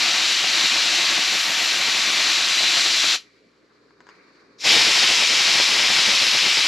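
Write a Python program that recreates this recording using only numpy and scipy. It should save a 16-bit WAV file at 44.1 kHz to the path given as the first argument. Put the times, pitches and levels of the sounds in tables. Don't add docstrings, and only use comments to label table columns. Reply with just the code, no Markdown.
import sys
import numpy as np
from scipy import signal
from scipy.fft import rfft, irfft, next_fast_len
from scipy.io import wavfile
from scipy.ndimage import uniform_filter1d

SR = 44100
rng = np.random.default_rng(int(sys.argv[2]) if len(sys.argv) > 2 else 0)


def dump_mix(stems):
    frames = np.atleast_2d(stems).T
    limited = np.clip(frames, -1, 1)
    pcm = np.round(limited * 32767).astype(np.int16)
    wavfile.write(sys.argv[1], SR, pcm)


N = 294147
SIZE = next_fast_len(N)
HZ = np.maximum(np.fft.rfftfreq(SIZE, 1 / SR), 1)
TIME = np.arange(N) / SR


def undb(db):
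    return 10 ** (np.asarray(db) / 20)


def unit(x):
    return x / np.sqrt(np.mean(x ** 2))


def left_right(pan_db):
    return np.array([[pan_db], [-pan_db]]) / 2


def over_hz(table, hz=HZ):
    f, *columns = np.transpose(table)
    return [np.interp(np.log(hz), np.log(f), c) for c in columns]


def over_time(table):
    s, *columns = np.transpose(table)
    return [np.interp(TIME, s, c) for c in columns]


def smooth_twice(x, samples):
    return uniform_filter1d(uniform_filter1d(x, samples), samples)


def walk(rate):
    hold = int(SR / rate)
    levels = np.repeat(rng.standard_normal(N // hold + 1), hold)
    smooth = smooth_twice(levels, hold)[:N]
    return smooth / np.std(smooth)


def octaves(step):
    for hz in 24 * 2 ** np.arange(0, 10, step):
        away = np.clip(np.log2(HZ / hz) / step, -1, 1)
        yield hz, np.cos(np.pi / 2 * away) ** 2


def colour(spectrum, peaks, core_lo_hz=2800, core_hi_hz=5200):
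    peak_db = sum(lift / (1 + (2 * (HZ - f) / width) ** 2) for f, width, lift in peaks)
    db = over_hz(spectrum)[0] + peak_db
    core = (HZ > core_lo_hz) & (HZ < core_hi_hz)
    return undb(db) / np.sqrt(np.sum(undb(db[core]) ** 2) / len(HZ))


# rest level/dB, lift just after the jet stops/dB,
# time that lift lingers/s, lift in the swell/dB, exponent on the swell (1 follows it evenly, more comes late)
SIMMER = [(-60, -1.5, .18, 2.5, 1.01), (-70.5, 1.5, .18, 10, .8), (-79, 16, .24, 17, 1.7),
          (-72.5, 7, .1, 7.5, 1.05)]
SIMMER_EDGES_HZ = [0, 750, 1850, 2650, 16000]
# f/Hz, relative level/dB
SIMMER_COLOUR = [(24, -60), (50, -39), (90, -28.5), (150, -14.5), (290, -7.5), (350, -9), (415, -6),
                 (530, -11), (650, -17.5), (830, -21.5), (1100, -12), (1600, -15), (2350, -16.5),
                 (2650, -23.5), (3400, -26), (4000, -20), (4500, -19), (5300, -27), (7500, -37.5),
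                 (8500, -44), (13000, -55.5)]
# f/Hz, width/Hz, lift/dB (below zero for a dip)
SIMMER_PEAKS = [(178, 15, 4), (240, 20, 3), (286, 22, 6), (335, 20, 4), (409, 22, 6), (518, 20, 5),
                (1557, 30, 4), (2350, 200, 3), (3200, 900, -4), (4500, 300, 2)]
# f/Hz, share of unrelated side sound
SIMMER_WIDE = [(60, .2), (300, 0.25), (1400, 0.67), (6500, .7), (13000, 0.9)]
# t/s, share 0-1
SWELL = [(3.55, 0), (3.75, .22), (3.95, 0.3), (4.04, .45), (4.12, 1), (4.22, .88), (4.29, .95),
         (4.33, 0.65), (4.39, .84), (4.45, 0.72), (4.56, .68)]
# f/Hz, rms level before it wavers/dB
MAINS = [(59.3, -82), (119.7, -79)]
BOILER_PAN_DB = .6


def mains_hum(waver_db=1.6, waver_rate=9):
    return sum(np.sqrt(2) * undb(db + waver_db * walk(waver_rate)) * np.sin(2 * np.pi * hz * TIME)
               for hz, db in MAINS)


def boiler(bubble_db=1.25, bubble_rate=40):
    wide = over_hz(SIMMER_WIDE)[0]
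    mid, side = rfft(rng.standard_normal((2, N)), SIZE)
    ports = np.array([mid + wide * side, mid - wide * side])
    ports = undb(left_right(BOILER_PAN_DB)) * ports * colour(SIMMER_COLOUR, SIMMER_PEAKS)
    since_shut = np.maximum(TIME - VALVE[4][0], 0)
    swell = over_time(SWELL)[0]
    out = mains_hum()
    for lo, hi, row in zip(SIMMER_EDGES_HZ, SIMMER_EDGES_HZ[1:], SIMMER):
        rest_db, linger_db, linger_s, swell_db, late = row
        db = rest_db + linger_db * np.exp(-since_shut / linger_s) + swell_db * swell ** late
        band_gain = 1 / (1 + (lo / HZ) ** 14) - 1 / (1 + (hi / HZ) ** 14)
        band = irfft(ports * band_gain, SIZE)[:, :N]
        out = out + band / np.std(band.mean(axis=0)) * undb(db + bubble_db * walk(bubble_rate))
    return out


ROOM_T60_S, ROOM_DB, ROOM_LOW_HZ = 0.17, -11, 1400


def room(x):
    t = np.arange(SR // 3) / SR
    tail = rng.standard_normal(len(t)) * undb(-60 * t / ROOM_T60_S) * (t > .002)
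    tail = signal.sosfilt(signal.butter(2, ROOM_LOW_HZ, "highpass", fs=SR, output="sos"), tail)
    echo = undb(ROOM_DB) * tail / np.sqrt(np.sum(tail ** 2))
    echo[0] = 1
    return signal.fftconvolve(x, echo[None], axes=1)[:, :N]


# t/s, peak level/dB, brightness/dB, left minus right/dB,
# length of the push/ms, rattle level/dB
TICKS = [(3.907, -45.5, -15, 5, .3, -26), (4.0047, -37.5, -8, 3, .12, -24), (4.0072, -43, -12, 3, .7, -20),
         (4.068, -39.5, -6, 4, .15, -20), (4.089, -34.5, -5, 4, .17, -20), (4.096, -44, -8, 4, .3, -16),
         (4.356, -53, 4, 4, .12, -18)]
# f/Hz, level/dB, t60/s
TRIGGER = [(960, -2, 0.014), (1250, -1, .007), (1620, 2, 0.008), (2150, -5, .006), (2900, -1, .006),
           (3700, -3, .005), (4800, -1, .006), (5500, -5, 0.005), (6600, -4, .006), (8000, -14, .004)]


def trigger(rattle_t60_s=.075, low_hz=550):
    out, t = np.zeros((2, N)), np.arange(SR // 8) / SR
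    thin = signal.butter(2, low_hz, "highpass", fs=SR, output="sos")
    chance = rng.standard_normal((len(TICKS), len(t)))
    for (s, db, bright_db, pan_db, push_ms, rattle_db), noise in zip(TICKS, chance):
        rattle = undb(rattle_db - 60 * t / rattle_t60_s) * noise
        blow = np.sin(np.pi * np.clip(t * 1000 / push_ms, 0, 1)) ** 2
        push = rattle + 2 * blow / blow.sum()
        body = np.zeros(len(t))
        for k, (hz, mode_db, t60) in enumerate(TRIGGER):
            level_db = mode_db + bright_db * (hz > 2500) - 60 * t / t60
            body += (-1) ** k * undb(level_db) * np.sin(2 * np.pi * hz * t)
        tick = signal.sosfilt(thin, signal.fftconvolve(push, body)[:len(t)])
        i = int(s * SR)
        out[:, i:i + len(t)] += tick / np.abs(tick).max() * undb(db + left_right(pan_db))
    return out


# t/s, f/Hz, level against the hiss/dB, width/Hz
WHISTLE = [(0, 4050, -18, 70), (1.1, 4060, -15, 70), (1.4, 4082, -20, 70), (1.8, 4082, -16, 70),
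           (2.3, 3990, -13, 70), (2.5, 3960, -11, 70), (2.67, 4060, -6, 70), (2.8, 4070, -10, 70),
           (2.97, 4090, -6, 70), (3.15, 4120, -10, 70), (4.64, 3800, -10, 700), (4.73, 3700, -6, 700),
           (4.8, 3700, -16, 700), (5.0, 3700, -30, 700)]


def whistle():
    hz, db, width_hz = over_time(WHISTLE)
    chance = rng.standard_normal((2, N))
    narrow, wide = (smooth_twice(chance, int(SR / w / 2)) for w in (width_hz.min(), width_hz.max()))
    size = np.where(width_hz < width_hz.max() / 2, unit(narrow), unit(wide))
    turn = 2 * np.pi * np.cumsum(hz) / SR
    return undb(db) * (size[0] * np.cos(turn) + size[1] * np.sin(turn))


# t/s, lift/dB (below zero for a dip)
BASS_SWINGS = [(.025, 4), (.314, 5), (.369, 3), (.444, 5), (.644, 4), (.69, -6), (.738, 4), (.823, -4),
               (.873, 3), (.943, 4), (1.073, -3), (1.187, 6), (1.255, -3), (1.342, 4), (1.427, -4),
               (1.497, 4), (1.621, 5), (1.696, -4), (1.811, 6), (1.881, 5), (1.956, 4), (2.09, 4),
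               (2.205, 4), (2.385, 4), (2.549, -3), (2.619, 7), (2.784, 6), (2.868, 5), (3.048, 5),
               (3.093, 3), (4.769, 4), (4.85, -4), (4.889, 4), (4.93, -3), (5.009, -4), (5.034, 5),
               (5.073, -3), (5.1, 6), (5.148, -5), (5.212, 4), (5.273, -4), (5.31, 3), (5.43, -5),
               (5.49, 4), (5.6, 3), (5.652, -4), (5.682, 3), (5.797, 4), (5.882, -4), (5.91, 3), (5.986, 4),
               (6.01, -3), (6.05, -5), (6.085, 4), (6.136, 4), (6.18, -6), (6.231, 4), (6.305, -7),
               (6.351, 4), (6.4, -4), (6.47, 5), (6.55, -4), (6.58, 4), (6.63, -5)]
SWING_S, RECOIL_S, RECOIL_SHARE = 0.015, 0.045, .3
DIP_STRETCH = 1.35
SWING_TOP_DB = 7.5


def bass_swings(wander_db=1.05, wander_rate=42):
    db = wander_db * walk(wander_rate)
    for at, lift in BASS_SWINGS:
        near = slice(int((at - 4 * RECOIL_S) * SR), int((at + 4 * RECOIL_S) * SR))
        if near.start < 0:
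            continue
        away = (TIME[near] - at) / (1 if lift > 0 else DIP_STRETCH)
        bump = (1 + RECOIL_SHARE) * np.exp(-(away / SWING_S) ** 2)
        recoil = RECOIL_SHARE * np.exp(-(away / RECOIL_S) ** 2)
        db[near] += lift * (bump - recoil)
    return np.where(db > 0, SWING_TOP_DB * np.tanh(db / SWING_TOP_DB), db)


def sputter(slug_rate=100, jitter=.25, scatter_db=3, flutter_db=1.4, flutter_rate=55, rush=0.63):
    gap_chance, size_chance = rng.standard_normal((N // 100, 2)).T
    at = (np.cumsum(np.exp(jitter * gap_chance)) * SR / slug_rate).astype(int)
    inside = at < N
    pops = np.zeros(N)
    pops[at[inside]] = undb(scatter_db * size_chance)[inside]
    mix = np.sqrt(1 - rush) * unit(pops - pops.mean()) + np.sqrt(rush) * rng.standard_normal(N)
    return unit(mix * undb(flutter_db * np.tanh(walk(flutter_rate))))


# t/s, hiss level/dB, then bass, body, edge and treble level/dB,
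# these four used only as they move about their mean in each burst
JET = [(0.0, -19.6, -17, -4, -7, -24.5), (0.6, -19.6, -17.5, -4.1, -7, -23),
       (1.0, -19.5, -17.5, -4.5, -7, -24), (1.2, -20, -17, -4, -7.5, -22),
       (1.42, -21.9, -16, -2.7, -6.5, -18), (1.7, -21.3, -16, -3, -6.5, -20),
       (1.9, -20.6, -17, -3.3, -7, -21.5), (2.3, -19.6, -17.5, -3.6, -7, -23),
       (2.75, -18.9, -18.5, -5, -6.5, -23.5), (3.12, -19.6, -20, -5.8, -6.5, -22.5),
       (4.68, -16.7, -16, -3.5, -7, -22), (4.72, -15.8, -15.5, -5.5, -7, -21),
       (4.78, -18.3, -15, -3.2, -6.5, -22.7), (5.1, -19.4, -18, -3.5, -6, -23.5),
       (5.45, -19.8, -17, -3, -6.3, -23.5), (5.8, -20, -17, -3, -7.2, -23.5),
       (6.3, -20, -17.5, -3.5, -7, -22), (6.67, -20.2, -18.5, -3.3, -7.5, -24.5)]
# t/s, opening level/dB, opening level for bass and body/dB
VALVE = [(3.15, -2, -2), (3.165, -10, -10), (3.18, -22, -22), (3.215, -36, -36), (3.26, -53, -53),
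         (4.57, -70, -70), (4.586, -30, -43), (4.612, -15, -33), (4.633, -13.5, -17), (4.645, -5, -6),
         (4.654, -3.5, -2.5), (4.675, 0, 0)]
# f/Hz, closing factor, opening factor
THROTTLE = [(300, 1.07, 1.05), (1500, 0.96, 0.98), (2610, 1.02, 1.75), (3600, 0.9, 1.6), (5200, 1.04, 0.88),
            (8000, 0.94, 1.4), (12050, 0.95, 1.3)]
# f/Hz, relative level per Hz/dB
FIRST_COLOUR = [(24, -69), (40, -41), (85, -33.5), (160, -20), (302, -15), (333, -15), (387, -19),
                (507, -17.5), (665, -11), (1010, -13), (2340, -2), (3140, -3), (4020, -1.5), (7450, -14),
                (8430, -23.5), (12200, -29.5), (14500, -53)]
SECOND_COLOUR = [(24, -69), (40, -44), (102, -25), (160, -18.5), (333, -14.5), (377, -16), (437, -14),
                 (830, -12), (1660, -7.5), (2230, -0.5), (3920, -1.5), (5150, -4), (7450, -14.5),
                 (8430, -21.5), (12200, -31), (14500, -59)]
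# f/Hz, width/Hz, lift/dB (below zero for a dip)
FIRST_PEAKS = [(338, 30, 5.5), (755, 20, 3), (835, 60, -3), (915, 16, 8.5), (1015, 50, -2), (1063, 15, 7.5),
               (1145, 25, 3), (1220, 250, 2), (2405, 35, 2), (2800, 300, 1), (4050, 500, 1.5),
               (4600, 300, 1.2), (5800, 500, 3.5), (7350, 450, 3.5), (11300, 200, 2)]
SECOND_PEAKS = [(337, 22, 4), (916, 14, 7), (1063, 15, 4), (4000, 280, 1.2), (5200, 330, 3.3),
                (5930, 320, 2.8), (6270, 220, -4.5), (6520, 200, 2.5), (7350, 350, 3), (11500, 150, 4)]
# f/Hz, share of the middle leaning left, unrelated side level against the middle/dB
PORTS = [(60, .04, -14.5), (400, .07, -17), (700, .13, -16), (1302, 0.078, -25.5), (2500, 0.16, -23.5),
         (5000, .11, -32), (7430, 0.11, -15.5), (9300, .4, -1), (10500, .5, 3), (12520, .5, 4.5),
         (14500, .9, 20)]
WHISTLE_THROTTLE, WHISTLE_PAN_DB = 1.3, 2.2
SWING_BODY_SHARE = .15
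SWING_DEEP_SHARE, DEEP_HZ = .4, 220


def jet_ports(sputter_top_hz=850):
    low = 1 / (1 + (HZ / sputter_top_hz) ** 2.9)
    hiss = rfft(rng.standard_normal(N), SIZE)
    mid = rfft(sputter(), SIZE) * np.sqrt(low) + hiss * np.sqrt(1 - low)
    lean, apart_db = over_hz(PORTS)
    side = lean * mid + undb(apart_db) * rfft(rng.standard_normal(N), SIZE)
    return np.array([mid + side, mid - side])


def jet(surge_db=0.36, flicker_db=0.32):
    hiss_db, bass_db, body_db, edge_db, treble_db = over_time(JET)
    valve_db, low_valve_db = over_time(VALVE)
    swing_db = bass_swings()
    first = TIME < (VALVE[4][0] + VALVE[5][0]) / 2
    ports = jet_ports()
    tints = colour(FIRST_COLOUR, FIRST_PEAKS), colour(SECOND_COLOUR, SECOND_PEAKS)
    before, after = TIME < VALVE[0][0], TIME > VALVE[-1][0]
    curves = (bass_db + swing_db, body_db + SWING_BODY_SHARE * swing_db, np.zeros(N), edge_db, treble_db)
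    aims = [db - np.where(first, db[before].mean(), db[after].mean()) for db in curves]
    out = whistle() * undb(hiss_db + WHISTLE_THROTTLE * valve_db + left_right(WHISTLE_PAN_DB))
    surge = walk(12)
    for hz, band in octaves(.5):
        bursts = (irfft(ports * band * tint, SIZE)[:, :N] for tint in tints)
        sound = np.where(first, *bursts)
        aim_db = aims[np.searchsorted([1000, 2800, 5500, 9000], hz)]
        if hz < DEEP_HZ:
            aim_db = aim_db + SWING_DEEP_SHARE * (swing_db - swing_db.mean())
        throttle = np.where(first, *over_hz(THROTTLE, hz))
        opening_db = throttle * (low_valve_db if hz < 2000 else valve_db)
        restless_db = surge_db * surge + flicker_db * walk(15)
        out = out + sound * undb(hiss_db + aim_db + opening_db + restless_db)
    return out


def scene():
    return room(jet() + trigger()) + boiler()


TOP_HZ = 14900


def record(dry, ceiling=.95):
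    rounded = dry / (1 + (np.abs(dry) / ceiling) ** 6) ** (1 / 6)
    return signal.sosfilt(signal.ellip(12, .2, 70, TOP_HZ, fs=SR, output="sos"), rounded)


dry = scene()
out = record(dry)
dump_mix(out)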